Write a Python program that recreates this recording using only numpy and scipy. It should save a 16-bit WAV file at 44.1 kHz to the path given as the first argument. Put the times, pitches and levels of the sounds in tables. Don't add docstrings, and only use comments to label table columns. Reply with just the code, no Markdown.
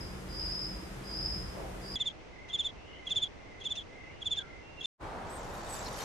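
import sys
import numpy as np
from scipy import signal
from scipy.fft import rfft, irfft, next_fast_len
from scipy.io import wavfile
from scipy.ndimage import uniform_filter1d

SR = 44100
rng = np.random.default_rng(int(sys.argv[2]) if len(sys.argv) > 2 else 0)


def pcm_store(signal):
    levels = np.round(np.clip(np.atleast_2d(signal), -1, 1) * 32767)
    wavfile.write(sys.argv[1], SR, levels.astype(np.int16).T)


N = 266716
TIME = np.arange(N) / SR
MEADOW_END_S, CHIRPS_END_S, ROOST_START_S = 1.957, 4.858, 4.98

# start in seconds, length in seconds,
# peak in dB before judder, first pitch in Hz, last pitch in Hz, share of the length before the peak,
# reopening rub in dB before its mix gain, scuff in dB.
STROKES = [(1.944, 0.038, -30.5, 3514, 3093, 0.4, -54, -55), (2, 0.035, -26, 3583, 3080, 0.36, -53, -50.5),
           (2.056, 0.038, -27, 3590, 3140, .45, -46.5, -52),
           (2.494, 0.021, -41, 3374, 3046, 0.67, -49, -52.5),
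           (2.529, 0.039, -26.5, 3564, 3130, 0.48, -52.5, -60),
           (2.586, 0.037, -25.5, 3570, 3074, 0.39, -46, -52), (2.643, 0.039, -28, 3573, 3230, .5, -46, -52),
           (3.0655, 0.0207, -31.5, 3410, 3010, 0.52, -46, -56),
           (3.104, 0.031, -25.5, 3580, 3124, 0.44, -48, -45.5),
           (3.158, 0.037, -24, 3537, 3120, 0.23, -43, -48), (3.216, 0.036, -24, 3545, 3244, 0.57, -43, -62),
           (3.609, 0.019, -41.5, 3397, 3100, 0.58, -51.5, -54),
           (3.650, 0.032, -28, 3540, 3117, .42, -48, -47), (3.703, 0.031, -28, 3550, 3320, 0.5, -48, -51),
           (3.763, .04, -33.5, 3590, 3090, 0.48, -45.5, -44),
           (4.215, 0.018, -34.5, 3436, 3130, 0.77, -57, -58),
           (4.255, 0.034, -27.5, 3544, 3133, .4, -54.5, -54),
           (4.307, 0.039, -26, 3553, 3220, 0.38, -43.5, -53),
           (4.366, 0.032, -28, 3566, 3350, 0.71, -42.5, -52),
           (4.807, 0.016, -35.5, 3390, 3070, .5, -46.5, -56),
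           (4.841, 0.036, -26, 3560, 3210, 0.65, -51.5, -51)]
# pitch in Hz, relative level in dB.
MEADOW_AIR = [(60, -21), (150, -3.5), (400, -1), (600, -6), (1000, -8.5), (2000, -12), (4000, -20.5),
              (7000, -23), (10000, -24.5), (14300, -31.5), (15300, -64)]
# pitch in Hz, correlation (1 = the same).
MEADOW_LIKENESS = [(50, 1), (150, 0.65), (400, 0.37), (1000, 0.06)]
# pitch in Hz, correlation (1 = the same).
CHIRP_LIKENESS = [(50, 0.29), (400, 0.047), (4000, 0.067), (14000, 0.2)]


def from_db(db):
    return 10 ** (np.asarray(db) / 20)


def rms_one(x):
    return x / np.sqrt(np.mean(x ** 2) + 1e-20)


def in_time(rows):
    s, *columns = np.transpose(rows)
    return [np.interp(TIME, s, column) for column in columns]


def at_hz(points, hz):
    known, values = np.transpose(points)
    return np.interp(np.log(hz + 1), np.log(known), values)


def pan(left_db):
    return from_db(np.array([[left_db], [-left_db]]) / 2)


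def drift(rate):
    r = np.exp(-2 * np.pi * rate / SR)
    wander = signal.lfilter([1], [1, -2 * r, r * r], rng.standard_normal(N + SR))
    return rms_one(wander[SR:])


def resonate(x, hz, width):
    r = np.exp(-np.pi * width / SR)
    zeros = np.array([1, 0, -1]) * (1 - r * r) / 2
    poles = [1, -2 * r * np.cos(2 * np.pi * hz / SR), r * r]
    return signal.lfilter(zeros, poles, x + 1e-18)


def resonate_twice(x, hz, width):
    return resonate(resonate(x, hz, width), hz, width)


def air(spectrum, likeness):
    size = next_fast_len(N)
    hz = np.arange(size // 2 + 1) * SR / size
    mid, side = rfft(rng.standard_normal((2, size))) * from_db(at_hz(spectrum, hz))
    alike = np.clip(at_hz(likeness, hz), -1, 1)
    both = np.sqrt(1 + alike) * mid + np.sqrt(1 - alike) * side * [[1], [-1]]
    return rms_one(irfft(both, size)[:, :N])


def scatter(x, t60):
    fade = from_db(-60 * TIME[:SR // 2] / t60)
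    paths = rng.standard_normal((2, SR // 2)) * fade
    return np.array([rms_one(signal.fftconvolve(x, path)[:N]) for path in paths]) * np.std(x)


def phase_of(hz):
    return 2 * np.pi * np.cumsum(hz) / SR


def span(start, length):
    at = np.flatnonzero((TIME > start) & (TIME < start + length))
    return at, (TIME[at] - start) / length


def arch(progress, power):
    return np.abs(np.sin(np.pi * progress)) ** power


def calls(rows, waver_rate):
    out, unsteady = np.zeros(N), drift(waver_rate)
    for start, length, db, first_hz, last_hz, waver in rows:
        at, progress = span(start, length)
        hz = (first_hz + (last_hz - first_hz) * progress) * (1 + waver * unsteady[at])
        out[at] += from_db(db) * arch(progress, power=.8) * np.sin(phase_of(hz))
    return out


def field_cricket(bend=2.3, judder_db=1.24, octave_db=-28, octave_mode_db=-21, scrape_db=-33, echo_db=-21,
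                  rub_hz=3400, rub_width=300, reopen_s=0.029, rub_modes_db=-22, thump_db=-24):
    # pitch in Hz, width in Hz of each of two passes, relative level in dB.
    wing_modes = [(2750, 200, -17), (3920, 160, -11.5), (5900, 1500, -4), (6600, 210, 6.5),
                  (9150, 540, -15)]
    # starting pitch in Hz, dB against the stroke.
    thin_tones = [(8020, -40.5), (9480, -38.5), (10470, -51.5), (12930, -50), (13880, -62.5),
                  (15400, -61.5)]
    # pitch in Hz, relative level in dB.
    thump_colour = [(25, -11.5), (60, 4.5), (140, 5), (220, -2.5), (500, -42.5), (2000, -99.5)]
    sag, waver_hz = .33, 45

    force, rubbing, fall, hz = np.zeros(N), np.zeros(N), np.zeros(N), np.full(N, float(rub_hz))
    for start, length, db, first_hz, last_hz, peak_at, rub_db, _ in STROKES:
        at, progress = span(start, length)
        leaning = np.interp(progress, [0, np.clip(peak_at, .1, .9), 1], [0, .5, 1])
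        force[at] = from_db(db) * arch(leaning, power=.9)
        hz[at] = first_hz + (last_hz - first_hz) * progress ** bend
        fall[at] = 1 - hz[at] / first_hz
        at, progress = span(start + length / 2, length / 2 + reopen_s)
        rubbing[at] += from_db(rub_db) * arch(progress, power=.7)
    force = force * from_db(judder_db * drift(300))
    teeth = phase_of(hz + 10 * drift(220))

    octave = force * np.sin(2 * teeth)
    octave = from_db(octave_db) * octave + from_db(octave_mode_db) * resonate(octave, 6930, 170)
    tone = force * np.sin(teeth) + octave

    overtones = np.zeros(N)
    for start_hz, db in thin_tones:
        overtone_hz = start_hz * (1 - sag * fall) + waver_hz * drift(400)
        overtones += from_db(db) * np.sin(phase_of(overtone_hz))
    overtones = force * overtones

    grit = rng.standard_normal((2, N)) + rng.standard_normal(N)
    modes = sum(from_db(db) * resonate_twice(grit, mode_hz, width) for mode_hz, width, db in wing_modes)
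    scrape = (from_db(scrape_db) * force + from_db(rub_modes_db) * rubbing) * rms_one(modes)
    sheen = overtones + scatter(overtones, t60=.012) / 2
    rub = rubbing * rms_one(resonate_twice(grit, rub_hz, rub_width))
    thump = from_db(thump_db) * force * air(thump_colour, CHIRP_LIKENESS)
    echo = from_db(echo_db) * scatter(tone, t60=.06)
    return (tone + scrape) * pan(-1.3) + sheen + echo + rub + thump


def wing_scuffs():
    # pitch in Hz, relative level in dB.
    scuff_colour = [(2200, -23), (2700, 11), (3000, 0.5), (3500, 6.5), (4600, -9.5), (5500, -5.5),
                    (6600, -1), (7500, -21), (9500, -17), (10500, -48.5), (15000, -59)]
    lead_s, scuff_s = 0.014, 0.027
    pressure = np.zeros(N)
    for start, *_, scuff_db in STROKES:
        at, progress = span(start - lead_s, scuff_s)
        pressure[at] += from_db(scuff_db) * arch(progress, power=1)
    return pressure * air(scuff_colour, CHIRP_LIKENESS)


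def bush_cricket(fall_hz=1300, waver_hz=60, wing_hz=5110, wing_width=300, trill_db=-0.3, hard_db=1):
    # start in seconds, peak in dB before hard_db.
    hard_strokes = [(0.3945, -32.5), (0.414, -34), (0.4604, -32.5), (0.5197, -32), (0.5506, -31),
                    (0.6175, -32), (0.6529, -29), (1.1383, -36), (1.258, -26.5)]
    strokes_per_s, jitter = 50.8, .1
    hard_s, hard_end_hz = .006, 5056

    strength, tooth_hz = swells()
    stroke = np.cumsum(strokes_per_s * (1 + jitter * drift(40))) / SR % 1
    hz = tooth_hz + fall_hz * (.5 - stroke) + waver_hz * drift(170)
    contact = arch(stroke, power=16)
    song = resonate(contact * np.sin(phase_of(hz)), wing_hz, wing_width)

    heard = from_db(-9.5) * song + scatter(song, t60=.2)
    nearby_power = uniform_filter1d(np.mean(heard ** 2, axis=0), size=700)
    even = heard / np.sqrt(nearby_power + 1e-12)

    hard_rows = [(s, hard_s, db, wing_hz, hard_end_hz, 0) for s, db in hard_strokes]
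    hard = calls(hard_rows, waver_rate=1)
    return (from_db(trill_db) * strength * even + from_db(hard_db) * hard) * pan(0.88)


def swells():
    # start in seconds, time until the fade in seconds, full level in dB before the trill's gain.
    swell_rows = [(-.48, 0.47, -44.5), (0.277, 0.37, -38), (1.03, 0.31, -37.5), (1.805, .35, -40.5)]
    attack_s, fade_db_per_s = 0.16, 95.5
    start_hz, full_hz, lift_s = 4816, 5056, 0.26
    strength, hz = np.zeros(N), np.full(N, float(full_hz))
    for start, held, db in swell_rows:
        age = TIME - start
        fading_db = db - fade_db_per_s * np.maximum(age - held, 0)
        strength += np.clip(age / attack_s, 0, 1) * from_db(fading_db)
        hz[age > 0] = np.interp(age[age > 0], [0, lift_s], [start_hz, full_hz])
    return strength, hz


def roost(rasp_db=2, shrill_db=0, squeal_db=1, low_squeaks_db=-2, high_squeaks_db=-2.0):
    # time in seconds, level in dB.
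    hiss_level = [(4.98, -95), (5.0, -60), (5.012, -44.5), (5.035, -41), (5.5, -41.5), (6.05, -41.5)]
    # time in seconds, level in dB before the rasp's gains.
    chatter_level = [(5.25, -56), (5.308, -62.5), (5.656, -55), (5.76, -50.5), (5.84, -51), (5.866, -50),
                     (5.9, -53), (6.016, -47), (6.04, -50)]
    # start in seconds, length in seconds, peak in dB before the shrill gains.
    scratches = [(5.277, 0.14, -67), (5.41, 0.16, -69.5), (5.52, 0.11, -65.5), (5.623, 0.096, -67),
                 (5.688, 0.11, -56), (5.78, 0.12, -63.5), (5.857, .13, -64), (5.958, 0.095, -55)]
    # start in seconds, length in seconds, peak in dB before mixing,
    # first pitch in Hz, last pitch in Hz.
    squeal_rows = [(5.294, 0.026, -50.5, 7870, 8300), (5.322, 0.03, -48, 8100, 8300),
                   (5.347, 0.033, -47.5, 8200, 8350), (5.374, 0.045, -54, 7600, 7500),
                   (5.688, 0.042, -43.5, 8300, 7700), (5.721, 0.032, -39.5, 7840, 7950),
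                   (5.752, 0.03, -41.5, 7500, 7260), (5.784, 0.038, -42, 7670, 7240),
                   (5.847, .032, -49, 5050, 4880), (5.853, 0.03, -45.5, 4300, 4110),
                   (5.858, .02, -48, 5650, 5400), (5.971, 0.057, -50, 3130, 3090),
                   (5.985, .07, -50.5, 4330, 4250), (5.999, 0.071, -48, 6000, 5940)]
    # pitch in Hz, relative level in dB.
    hiss_colour = [(15, -29), (25, 3), (86, -1), (293, -6.5), (480, -4), (860, -2), (1460, -10),
                   (2850, -23), (3830, -25.5), (8780, -36.5), (15000, -54)]
    rasp_colour = [(1200, 1.5), (1900, 6), (3000, -3), (4400, -3), (7500, -0.5), (8600, -25), (10000, -47)]
    shrill_colour = [(7500, -20), (8800, 8), (10300, -2), (11400, 2), (12650, 9), (13100, -30),
                     (13500, -45)]
    # pitch in Hz, correlation (1 = the same).
    likeness = [(50, 0.54), (280, 0.94), (640, 0.66), (1400, 0.25), (4000, 0.25), (14000, 0.58)]
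    squeal_waver = 0.022

    hiss_db, = in_time(hiss_level)
    chatter_db, = in_time(chatter_level)
    bursts = np.zeros(N)
    for start, length, db in scratches:
        at, progress = span(start, length)
        bursts[at] += from_db(db) * arch(progress, power=.7)

    fade_in = np.clip((TIME - 5.25) / 0.046, 0, 1)
    rough = from_db(1.7 * drift(220)) * fade_in
    rasp = from_db(rasp_db) * air(rasp_colour, likeness)
    rasp = rasp + from_db(low_squeaks_db) * squeaks(2973, 9000, count=1400)
    shrill = from_db(shrill_db) * air(shrill_colour, likeness)
    shrill = shrill + from_db(high_squeaks_db) * squeaks(9000, 12400, count=900)
    chatter = rough * (from_db(chatter_db) * rasp + bursts * shrill)

    cries = calls([(*row, squeal_waver) for row in squeal_rows], waver_rate=500)
    squeals = from_db(squeal_db) * (from_db(-4) * cries + from_db(-8.5) * scatter(cries, t60=0.026))
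    hiss = from_db(hiss_db) * air(hiss_colour, likeness)
    return hiss + chatter + squeals


def squeaks(low_hz, high_hz, count, length=0.0092, glide=0.045, spread_db=5):
    out = np.zeros(N + SR)
    for when, pitch, size, held, slope in rng.random((count, 5)):
        progress = np.linspace(0, 1, int(length * (.5 + held) * SR))
        start = ROOST_START_S + when * (TIME[-1] - ROOST_START_S)
        at = int(start * SR) + np.arange(len(progress))
        hz = low_hz * (high_hz / low_hz) ** pitch * (1 + glide * (2 * slope - 1) * progress)
        gain = from_db(spread_db * 2 * size)
        out[at] += gain * arch(progress, power=0.65) * np.sin(phase_of(hz))
    heard = scatter(out[:N], t60=0.019)
    return heard / np.std(heard[:, TIME > ROOST_START_S])


def chirp_background(air_db=-50.0, notes_db=0, birds_db=0, chorus_db=-66, chorus_width=220):
    # start in seconds, length in seconds, level in dB before mixing.
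    far_notes = [(1.852, 0.25, -54), (2.286, 0.32, -52), (2.642, 0.11, -61.5), (2.851, .32, -52),
                 (3.373, 0.32, -54), (3.868, 0.31, -50), (4.422, 0.23, -51.5)]
    # start in seconds, length in seconds, peak in dB before mixing,
    # first pitch in Hz, last pitch in Hz, waver as a share of the pitch.
    bird_rows = [(2.72, 0.19, -61, 2615, 2860, .04), (2.84, 0.19, -54, 2850, 3083, 0.032),
                 (3.94, 0.33, -62, 2625, 2920, 0.042), (4.04, 0.11, -59, 2136, 2440, 0.018),
                 (4.372, 0.056, -48, 1684, 1493, 0.0066), (4.405, .07, -52.5, 1460, 1320, 0.0084),
                 (4.44, 0.16, -64.5, 1386, 1328, 0.014), (4.57, 0.23, -55.5, 2706, 2785, 0.0019),
                 (4.772, 0.041, -43.5, 2770, 2694, 0.0018), (4.81, 0.11, -46.5, 2737, 2736, 0.00097)]
    # pitch in Hz, relative level in dB.
    air_colour = [(20, -6.5), (55, 1.5), (110, -4.5), (200, -8.5), (400, -6), (750, -10), (1300, -17),
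                  (2600, -18.5), (4000, -27), (6000, -29), (7500, -39), (9300, -44.5), (10200, -57),
                  (15000, -65.5)]
    note_hz, note_waver = 2070, 0.03

    pulsing = arch(TIME * 34.5, power=1.6) * np.sqrt(2)
    note_rows = [(*row, note_hz, note_hz, note_waver) for row in far_notes]
    notes = calls(note_rows, waver_rate=180) * pulsing
    notes = from_db(-2.5) * notes + from_db(-3.5) * scatter(notes, t60=.11)
    chorus = rms_one(resonate_twice(rng.standard_normal((2, N)), note_hz, chorus_width))
    whistles = calls(bird_rows, waver_rate=190)
    birds = from_db(-2) * whistles + from_db(-1.5) * scatter(whistles, t60=.35)
    far = from_db(notes_db) * notes + from_db(chorus_db) * chorus + from_db(birds_db) * birds
    return from_db(air_db) * air(air_colour, CHIRP_LIKENESS) * pan(-0.51) + far


def meadow(rumble_db=0, tyres_db=4, lag_s=0.00017):
    # time in seconds, rumble in dB, tyre noise in dB, both before the gains above.
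    traffic = [(0.0, -44, -50.5), (0.21, -46.5, -51), (0.228, -48, -51), (0.456, -43.5, -49.5),
               (0.586, -50, -51), (0.754, -44.5, -50.5), (0.976, -53, -50.5), (1.374, -39.5, -50),
               (1.58, -46.5, -50.5), (1.754, -45, -51), (1.818, -52, -50.5), (1.95, -47, -50.5)]
    # centre pitch in Hz, rms level in dB that the tone wanders around.
    drone_tones = [(42.5, -54), (131, -55), (188.4, -52.5), (322.5, -58)]
    # pitch in Hz, relative level in dB.
    rumble_colour = [(18, -34), (28, -9.5), (44, 5.5), (75, 1), (100, -4.5), (135, -7.5), (175, -8),
                     (260, -48)]

    low_db, high_db = in_time(traffic)
    drone = np.zeros(N)
    for centre_hz, db in drone_tones:
        gain = from_db(db + 3.3 * drift(31.0)) * np.sqrt(2)
        drone += gain * np.sin(phase_of(centre_hz * (1 + 0.01313 * drift(4.49))))
    rumble = from_db(low_db + rumble_db) * air(rumble_colour, MEADOW_LIKENESS)
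    tyres = from_db(high_db + tyres_db) * air(MEADOW_AIR, MEADOW_LIKENESS)
    left, right = drone + rumble + tyres
    return np.array([left, np.interp(TIME - lag_s, TIME, right)])


def far_whoosh(centre_hz=640, width=330):
    # time in seconds, level in dB.
    whoosh_level = [(1.4, -80.5), (1.53, -51), (1.6, -42.5), (1.68, -48.5), (1.8, -51.5), (1.95, -66)]
    level_db, = in_time(whoosh_level)
    return from_db(level_db) * rms_one(resonate(air(MEADOW_AIR, MEADOW_LIKENESS), centre_hz, width))


def until(end_s):
    return np.clip((end_s - TIME) / .00008, 0, 1)


def scene():
    first = (meadow() + far_whoosh() + bush_cricket()) * until(MEADOW_END_S)
    second = chirp_background() + field_cricket() + wing_scuffs()
    second = second * (TIME >= MEADOW_END_S) * until(CHIRPS_END_S)
    third = roost() * (TIME > ROOST_START_S)
    return first + second + third


def record(dry):
    return signal.sosfilt(signal.ellip(10, .1, 80, 15600, fs=SR, output="sos"), dry)


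dry = scene()
out = record(dry)
pcm_store(out)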